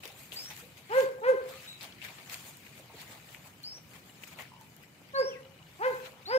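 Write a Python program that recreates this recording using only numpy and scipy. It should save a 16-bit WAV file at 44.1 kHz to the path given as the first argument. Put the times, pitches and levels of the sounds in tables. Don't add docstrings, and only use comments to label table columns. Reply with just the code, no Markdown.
import sys
import numpy as np
from scipy import signal
from scipy.fft import rfft, irfft, next_fast_len
from scipy.io import wavfile
from scipy.ndimage import uniform_filter1d

SR = 44100
rng = np.random.default_rng(int(sys.argv[2]) if len(sys.argv) > 2 else 0)


def wav_out(sig):
    wavfile.write(sys.argv[1], SR, np.round(np.clip(np.atleast_2d(sig).T, -1, 1) * 32767).astype(np.int16))


N = 281358

# f/Hz, level/dB
FIZZ_SPECTRUM = [(2500, -3), (4000, -0.5), (5500, -6.5), (6900, 4), (9000, -2), (11500, -6), (13700, 2.5),
                 (15800, -9.5)]


def dog():
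    # t/s of start, mouth opening, crest and voice break; glide time/s, glide exponent,
    # start f/Hz, top f/Hz, fundamental level/dB, overtone level/dB, roughness
    yelps = [(0.891, 0.919, .985, 1.008, .095, 0.94, 355, 534.8, -14, -34.5, 0.42),
             (1.212, 1.234, 1.296, 1.32, 0.093, .9, 401.6, 527.3, -14.5, -35, 0.34),
             (5.132, 5.145, 5.198, 5.21, 0.072, 1.9, 548, 543.4, -17.5, -34.5, 0.13),
             (5.787, 5.816, 5.868, 5.906, 0.073, 1.5, 337.6, 517, -22.5, -33, 0.43),
             (6.268, 6.302, 6.357, 6.41, 0.079, 1.42, 354, 521, -19, -34, .33)]
    # delay/s, level/dB, right-channel lag/ms
    echoes = [(.012, -14.5, 0.19), (.036, -27, 0.15), (.079, -12, 0.31), (.108, -16.5, 0.31),
              (.136, -22.5, 0.45), (.162, -25.5, .22), (.188, -26.5, 0.5), (.208, -28.5, 0.27)]
    voice = np.zeros(N)
    for row in yelps:
        add(voice, row[0], yelp(*gesture(*row)))
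    voice *= signal.windows.tukey(N, .0015)
    scattered = shaped(voice, lambda f: gain_of(-7) / (1 + (800 / (f + 1)) ** 2))
    left, right = reverberation(scattered, likeness=1.6)
    out = np.array([voice + left, delayed(voice + right, ms=.3)])
    for delay, db, lag_ms in echoes:
        add(out, delay, gain_of(db) * np.array([voice, delayed(voice, lag_ms)]))
    return out


def gesture(start, opens, crest, breaks, glide, bend, start_hz, top_hz, first_db, over_db, rough):
    break_s, tail_s, sag_hz, sag_hz_per_s = .008, .0437, 197, 5620
    swell, ease, shut, fall = 268, 29, 400, 438
    t = np.arange(start, breaks + tail_s, 1 / SR)
    before, after = np.maximum(crest - t, 0), np.maximum(t - crest, 0)
    since_break = break_s * np.log1p(np.exp((t - breaks) / break_s))
    tail = since_break / tail_s
    hz = start_hz + (top_hz - start_hz) * np.sin(np.pi / 2 * np.minimum((t - start) / glide, 1)) ** bend
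    hz -= sag_hz * np.tanh(sag_hz_per_s * since_break / sag_hz)
    edge_loss = 16 * np.exp((start - t) / .0073) + fall * since_break
    effort_loss = np.where(t < crest, 3, 6) * (1 - np.exp(-((t - crest) / .015) ** 2))
    effort_loss += swell * before + ease * after
    closed = 1 / (1 + np.exp((t - opens) / .003))
    mouth_loss = 10 * closed + shut * after
    strain = .56 + .44 * np.exp(-((t - crest) / .03) ** 2)
    rough = rough * strain + .3 * tail
    return hz, first_db - effort_loss - edge_loss, over_db - mouth_loss - edge_loss, rough, closed, tail


def yelp(hz, first_db, over_db, rough, closed, tail):
    # f/Hz, level/dB
    throat = [(500, -16), (850, 8), (980, -0.5), (1090, 2.5), (1250, 1.5), (1400, -5), (1600, 3),
              (1830, -9.5), (2030, -5.5), (2280, -12.5), (2520, -15.5), (3100, -21), (3800, -26.5),
              (5500, -31.5)]
    size = len(hz)
    cycles = np.cumsum(hz) / SR
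    jittered = cycles + .065 * rough * wander(size, 3)
    muffle = np.clip(np.maximum((-35 - first_db) / 9, .37 * closed), 0, 1)
    soft = np.clip(1 - rough / .18, 0, 1)
    folds = 0
    for k in range(2, 12):
        loss_db = 7 * muffle * (k - 2) + 11 * soft * max(k - 3, 0)
        folds += np.cos(2 * np.pi * k * jittered) * gain_of(6.8 * rough * wander(size, 2.4) - loss_db)
    puffs = 1.3 * rough * (1 - muffle) * (.2 + np.exp(-(cycles % 1) / .2)) * rng.standard_normal(size)
    overtones = shaped(gain_of(over_db) * (folds + puffs), lambda f: gain_of(read(throat, f)) * (f > 420))
    wobble_db = 3 * np.minimum(tail, 1) * wander(size, 2.5)
    fundamental = np.sin(2 * np.pi * cycles) * gain_of(wobble_db)
    air = rng.standard_normal(size)
    breath = unit_rms(shaped(air, lambda f: 1 / (1 + (5000 / (f + 1)) ** 4) / (1 + (f / 11000) ** 4)))
    voice = gain_of(first_db) * (fundamental + gain_of(-38) * breath) + overtones
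    return voice * signal.windows.tukey(size, .08)


def reverberation(x, likeness):
    # f/Hz, T60/s
    decay_times = [(300, 0.41), (520, 0.67), (1000, 0.41), (2000, 0.33), (5000, 0.29), (12000, 0.033)]
    taps = np.zeros((2, SR // 2))
    arrivals = np.arange(300, SR // 2 - 20, 20) + rng.integers(0, 20, (2, (SR // 2 - 301) // 20))
    np.put_along_axis(taps, arrivals, rng.choice([-1., 1.], arrivals.shape), 1)
    hz, t, bands = signal.stft(correlated(*taps, likeness), SR, nperseg=256)
    tail = signal.istft(bands * gain_of(-60 * t / read(decay_times, hz)[:, None]), SR, nperseg=256)[1]
    return signal.fftconvolve(x[None], tail / np.linalg.norm(tail[0]), axes=1)[:, :N]


def leaves():
    # loudest t/s, 20 dB rise time/s, 20 dB fall time/s, level/dB of earth, body and fizz
    scuffs = [(0.038, 0.013, 0.13, -53.5, -45.5, -57), (.19, 0.052, 0.26, -79, -62, -53.5),
              (.33, .02, 0.32, -60, -53.5, -46), (.508, .02, 0.06, -59, -45.5, -70),
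              (.59, 0.11, 0.13, -72, -56, -52), (.778, 0.017, 0.089, -73, -58.5, -55),
              (1.0, 0.15, 0.12, -55, -43, -48), (1.49, 0.065, .2, -57.5, -52, -53),
              (1.64, 0.25, .2, -69, -51, -59), (1.7, 0.22, .1, -70, -73, -55.5),
              (1.835, 0.057, 0.088, -53.5, -45.5, -51.5), (2.05, .05, 0.066, -55.5, -42, -55),
              (2.1, 0.088, 0.77, -59.5, -54, -59.5), (2.33, 0.062, 0.076, -55, -43.5, -43.5),
              (2.39, 0.054, 0.34, -67, -54, -55.5), (2.49, 0.17, 0.053, -62, -63, -49.5),
              (2.67, .09, 0.082, -65, -57, -65), (2.79, 0.22, 0.085, -73, -58.5, -59),
              (3.015, 0.13, 0.072, -61, -48.5, -52.5), (3.12, 0.1, 0.12, -56.5, -53.5, -52.5),
              (3.345, 0.39, 0.099, -68, -57.5, -56.5), (3.47, 0.14, 0.097, -60, -58.5, -56),
              (3.64, 0.11, .15, -82, -61.5, -64), (3.79, 0.15, 0.016, -59, -60, -73),
              (3.96, 0.14, 0.086, -62, -57.5, -56.5), (4.09, 0.25, 0.43, -66, -67, -61),
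              (4.244, 0.062, 0.017, -56, -52.5, -51.5), (4.28, .05, 0.071, -73, -57, -55),
              (4.33, 0.093, .04, -57, -54.5, -57), (4.4, 0.044, 0.081, -50.5, -50.5, -52),
              (4.62, .06, 0.33, -79, -67, -63.5), (4.85, 0.43, 0.055, -68, -61.5, -74),
              (6.054, 0.036, 0.093, -57, -51, -58)]
    # t/s, level/dB of earth, body and fizz
    stirring = [(0, -65, -62.5, -64), (.45, -70, -58, -57), (.9, -71, -64.5, -76), (1.2, -60, -66, -66.5),
                (1.45, -59, -62, -68), (1.95, -70.5, -59, -70), (2.6, -77, -64.5, -61.5),
                (2.92, -63.5, -59.5, -69), (3.7, -70, -66, -66), (4.5, -72, -59.5, -75),
                (4.7, -74, -71.5, -68), (5.1, -67, -62, -70), (5.6, -67.5, -64, -72),
                (5.97, -62.5, -56, -57), (6.18, -60, -64, -70), (6.38, -74, -54, -65)]
    # f/Hz, level/dB
    earth = [(150, -24), (300, -6), (500, 2.5), (800, 5), (1300, 1.5), (1800, -9), (3000, -58)]
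    body = [(600, -51), (1300, -10), (1900, -5), (2450, -1.5), (2750, -5), (3000, -6), (4500, -9.5),
            (6000, -16.5), (8000, -19.5)]
    t = np.arange(N) / SR
    times, *stir_db = np.transpose(stirring)
    power = gain_of([np.interp(t, times, db) for db in stir_db]) ** 2
    for loudest, rise, fall, *db in scuffs:
        envelope = gain_of(-20 * np.maximum((loudest - t) / rise, (t - loudest) / fall))
        power += np.outer(gain_of(db), envelope) ** 2
    snaps_per_s = 260
    snaps = (rng.random((3, N)) < snaps_per_s / SR) * gain_of(4.1 * rng.exponential(1, (3, N)).clip(0, 5))
    snaps[::2] += .7 * snaps[1]
    bands = [(earth, 1.4), (body, 1.6), (FIZZ_SPECTRUM, 5)]
    out = 0
    for clicks, level, (spectrum, likeness) in zip(snaps, np.sqrt(power), bands):
        grain = 1.43 + .35 * unit_rms(signal.lfilter([1], [1, -.96], clicks))
        hiss = correlated(*grain * rng.standard_normal((2, N)), likeness)
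        out += level * coloured(hiss, spectrum)
    return patchy(out, db=2.86, frames=9, bins=3)


def patchy(x, db, frames, bins):
    bands = signal.stft(x, nperseg=256)[2]
    patches = uniform_filter1d(rng.standard_normal(bands.shape[-2:]), bins, axis=0)
    patches = unit_rms(uniform_filter1d(patches, frames, axis=1))
    return signal.istft(bands * gain_of(db * patches), nperseg=256)[1][..., :N]


def steps():
    # t/s, level/dB, resonance f/Hz, T60/s
    crunches = [(0.033, -48, 2750, 0.071), (0.0544, -43, 2580, 0.03), (0.0846, -50.5, 2770, 0.038),
                (0.3203, -45.5, 3060, 0.15), (0.5032, -44, 2310, 0.059), (.5645, -52, 2150, .04),
                (.771, -54, 2880, 0.066), (1.661, -49, 2610, .045), (1.8097, -45.5, 3960, 0.22),
                (1.923, -49.5, 3300, 0.043), (2.016, -45.5, 2540, 0.11), (2.1817, -48.5, 2570, 0.06),
                (2.2977, -54, 2560, .062), (2.342, -41.5, 2680, 0.037), (2.6642, -50, 2400, 0.055),
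                (3.345, -47, 2290, 0.091), (4.2352, -46, 2580, 0.021), (4.2792, -48.5, 6850, .045),
                (4.3879, -40.5, 2060, 0.21), (4.4218, -51, 2450, .045), (4.8344, -56.5, 2030, 0.073),
                (6.0004, -50, 2060, 0.047), (6.057, -43.5, 3070, .067)]
    thuds = [(.049, -51, 466, 0.29), (.321, -51, 546, 0.086), (.504, -51, 861, 0.072),
             (2.096, -43, 745, 0.042), (2.794, -50, 480, 0.11), (2.897, -50, 844, 0.13),
             (2.935, -48.5, 438, 0.12), (4.391, -47.5, 990, 0.14), (5.017, -44.5, 301, 0.034)]
    leaf_q = 1.52
    out, t = np.zeros((2, N)), np.arange(6000) / SR
    for start, db, hz, t60 in crunches:
        cracks = rng.standard_normal((2, len(t)))
        cracks *= gain_of(4 * wander(len(t), 1.2) + 6 * np.exp(-t / .003))
        cracks[1] = .12 * cracks[0] + .75 * cracks[1]
        body = unit_rms(resonance(resonance(cracks, hz, hz / leaf_q), hz, .73 * hz / leaf_q))
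        fizz = gain_of(-14) * coloured(cracks, FIZZ_SPECTRUM)
        add(out, start, gain_of(db - 60 * t / t60) * np.minimum(t / .00056, 1) * (body + fizz))
    for start, db, hz, t60 in thuds:
        knock = unit_rms(resonance(resonance(rng.standard_normal(len(t)), hz, 160), hz, 630))
        add(out, start, gain_of(db - 60 * t / t60) * np.minimum(t / .00084, 1) * knock)
    return out


def stems():
    # t/s, upper-band level/dB, lower band relative to upper/dB
    snaps = [(0.0552, -44.5, 5), (0.077, -45, 5), (0.3266, -43, -4), (0.5645, -43.5, 1), (1.494, -52.5, -7),
             (1.804, -54, -12), (1.8295, -46.5, 8), (2.297, -42, 5), (2.343, -38, 4), (2.5708, -40.5, -12),
             (3.016, -40, -14), (3.632, -46, -1.1), (3.9399, -50.5, -5), (4.2368, -54, -13),
             (4.2757, -44, -8), (4.3874, -57, -3), (4.4218, -45, -4), (4.6114, -49, -1),
             (4.7654, -44.5, -22), (4.831, -50, -16), (5.9466, -45, -16)]
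    out, t, t60 = np.zeros((2, N)), np.arange(400) / SR, .01
    for start, db, lower_db in snaps:
        crack = rng.standard_normal((2, len(t)))
        upper = unit_rms(resonance(crack, 13000, 8400))
        lower = gain_of(lower_db) * unit_rms(resonance(crack, 5700, 2800))
        add(out, start, gain_of(db - 60 * t / t60) * (upper + lower))
    return out


def chain():
    # t/s, level/dB
    ticks = [(4.0963, -47), (4.5625, -51), (5.0509, -53), (5.4311, -50), (5.451, -47), (5.541, -55),
             (5.59, -48.5), (5.6266, -49), (5.669, -49)]
    # f/Hz, T60/s, level/dB
    modes = [(2930, 0.032, -2.5), (3970, 0.016, -9)]
    out, t = np.zeros(N), np.arange(2000) / SR
    ring = sum(gain_of(db - 60 * t / t60) * np.sin(2 * np.pi * hz * t) for hz, t60, db in modes)
    for start, db in ticks:
        add(out, start, gain_of(db) * ring)
    return out * gain_of([[.5], [-3]])


def birds():
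    # t/s, length/s, start f/Hz, top f/Hz, glide exponent, level/dB, level change/dB
    chirps = [(0.356, 0.17, 4350, 6230, 1.1, -38, -8.5), (3.632, .165, 4140, 6020, 0.9, -38.5, -6),
              (5.14, .178, 3780, 5880, .9, -41.5, 3), (6.25, 0.19, 3530, 5980, .8, -41.5, 0)]
    # share of length, share of glide, level/dB
    contour = [(0, 0, -5), (0.128, .28, 1), (.3, .47, -2), (.6, .61, -3), (0.751, .83, -3.5),
               (.85, .95, -7.5), (1, 0.82, -18)]
    # t/s, f/Hz, level/dB, relative octave level/dB, waver depth
    note_curves = [
        [(.615, 459, -54.5, -25, 0.72), (.685, 537, -63, -20, 0.64)],
        [(1.53, 1158, -59, -32, .5), (1.585, 1262, -52.5, -30, .5)],
        [(1.666, 3870, -42, -16, 0.93), (1.72, 3925, -46, -16, 0.53), (1.775, 3685, -61, -24, 0.56)],
        [(4.508, 983, -61, -46.5, 1.3), (4.57, 950, -59, -32, 1.65), (4.65, 858, -65.5, -30, 1.1)],
        [(5.284, 3650, -57, -34, 0.17), (5.335, 2640, -51.5, -30, 0.55), (5.365, 1943, -50.5, -28, 0.64),
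         (5.39, 1820, -57, -62, 0.6)],
    ]
    song, notes = np.zeros(N), np.zeros(N)
    for start, length, start_hz, top_hz, bend, level_db, change_db in chirps:
        hz, db = curves([(start + length * u, start_hz + (top_hz - start_hz) * up ** bend,
                          level_db + db + change_db * u) for u, up, db in contour])
        size = len(hz)
        cycles = np.cumsum(hz * (1 + .005 * wander(size, 2.2))) / SR
        db += 3 * wander(size, 1.6)
        add(song, start, gain_of(db) * np.sin(2 * np.pi * cycles) * signal.windows.tukey(size, .1))
    for rows in note_curves:
        hz, db, octave_db, waver = curves(rows)
        start, size = rows[0][0], len(hz)
        cycles = np.cumsum(hz * (1 + .028 * waver * wander(size, 2.4))) / SR
        tone = np.sin(2 * np.pi * cycles) + gain_of(octave_db) * np.sin(4 * np.pi * cycles)
        db += 4.1 * waver * wander(size, 3.9)
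        add(notes, start, gain_of(db) * tone * signal.windows.tukey(size, .25))
    direct = song + notes
    diffuse = reverberation(gain_of(-11) * song + gain_of(-10) * notes, likeness=.4)
    return np.array([direct, delayed(direct, ms=.11)]) + diffuse


def hum():
    # f/Hz, relative level/dB
    spectrum = [(18, -61), (30, -18), (90, 0.5), (141, 3.5), (352, -8), (903, -16.5), (1880, -19.5),
                (2440, -16), (2640, -63), (2940, -10), (3260, -37), (5220, -25), (13400, -37), (15700, -42)]
    level_db = -58 + .9 * wander(N, 120)
    air = correlated(*rng.standard_normal((2, N)), likeness=1)
    return gain_of(level_db) * coloured(air, spectrum)


def correlated(left, other, likeness):
    # f/Hz, coefficient
    coherence = [(60, 0.9), (200, 0.94), (600, 0.48), (1200, 0.07), (2500, 0.051), (4000, 0.011),
                 (15000, 0.017)]
    share = lambda f: np.clip(likeness * read(coherence, f), 0, 1)
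    return np.array([left, shaped(left, share) + shaped(other, lambda f: np.sqrt(1 - share(f) ** 2))])


def shaped(x, response):
    size = next_fast_len(x.shape[-1] + 2048)
    return irfft(rfft(x, size) * response(np.fft.rfftfreq(size, 1 / SR)), size)[..., :x.shape[-1]]


def coloured(x, spectrum):
    return unit_rms(shaped(x, lambda f: gain_of(read(spectrum, f))))


def resonance(x, hz, width_hz):
    return shaped(x, lambda f: 1 / (1 + 1j * (f - hz ** 2 / (f + 1)) / width_hz))


def delayed(x, ms):
    return shaped(x, lambda f: np.exp(-2j * np.pi * f * ms / 1000))


def wander(size, ms):
    width = max(round(ms * SR / 1000), 1)
    return unit_rms(uniform_filter1d(uniform_filter1d(rng.standard_normal(size), width), width))


def read(points, hz):
    f, value = np.transpose(points)
    return np.interp(np.log(hz + 1), np.log(f + 1), value)


def curves(rows):
    times, *columns = np.transpose(rows)
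    t = np.arange(times[0], times[-1], 1 / SR)
    return [np.interp(t, times, column) for column in columns]


def add(mix, start, sound):
    part = mix[..., round(start * SR):][..., :sound.shape[-1]]
    part += sound[..., :part.shape[-1]]


def gain_of(db):
    return 10 ** (np.asarray(db) / 20)


def unit_rms(x):
    return x / np.sqrt(np.mean(x ** 2) + 1e-20)


def scene():
    return dog() + birds() + leaves() + steps() + stems() + chain() + hum()


def record(dry):
    # f/Hz, level of left over right/dB
    balance = [(60, -3.5), (110, -0.5), (200, 2), (380, -0.5), (700, -1), (1290, 2), (2380, 7), (4400, 2.5),
               (8120, -1), (15000, 5.5)]
    bass_cut_hz, limit_hz = 52, 15700
    faded = dry * signal.windows.tukey(N, .0015)
    colour = lambda f: gain_of(np.outer([.5, -.5], read(balance, f)))
    channels = shaped(faded, lambda f: colour(f) / (1 + (bass_cut_hz / (f + 1)) ** 3))
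    low_pass = signal.firwin(1023, limit_hz, window=("kaiser", 9), fs=SR)
    return signal.oaconvolve(channels, low_pass[None], "same")


dry = scene()
out = record(dry)
wav_out(out)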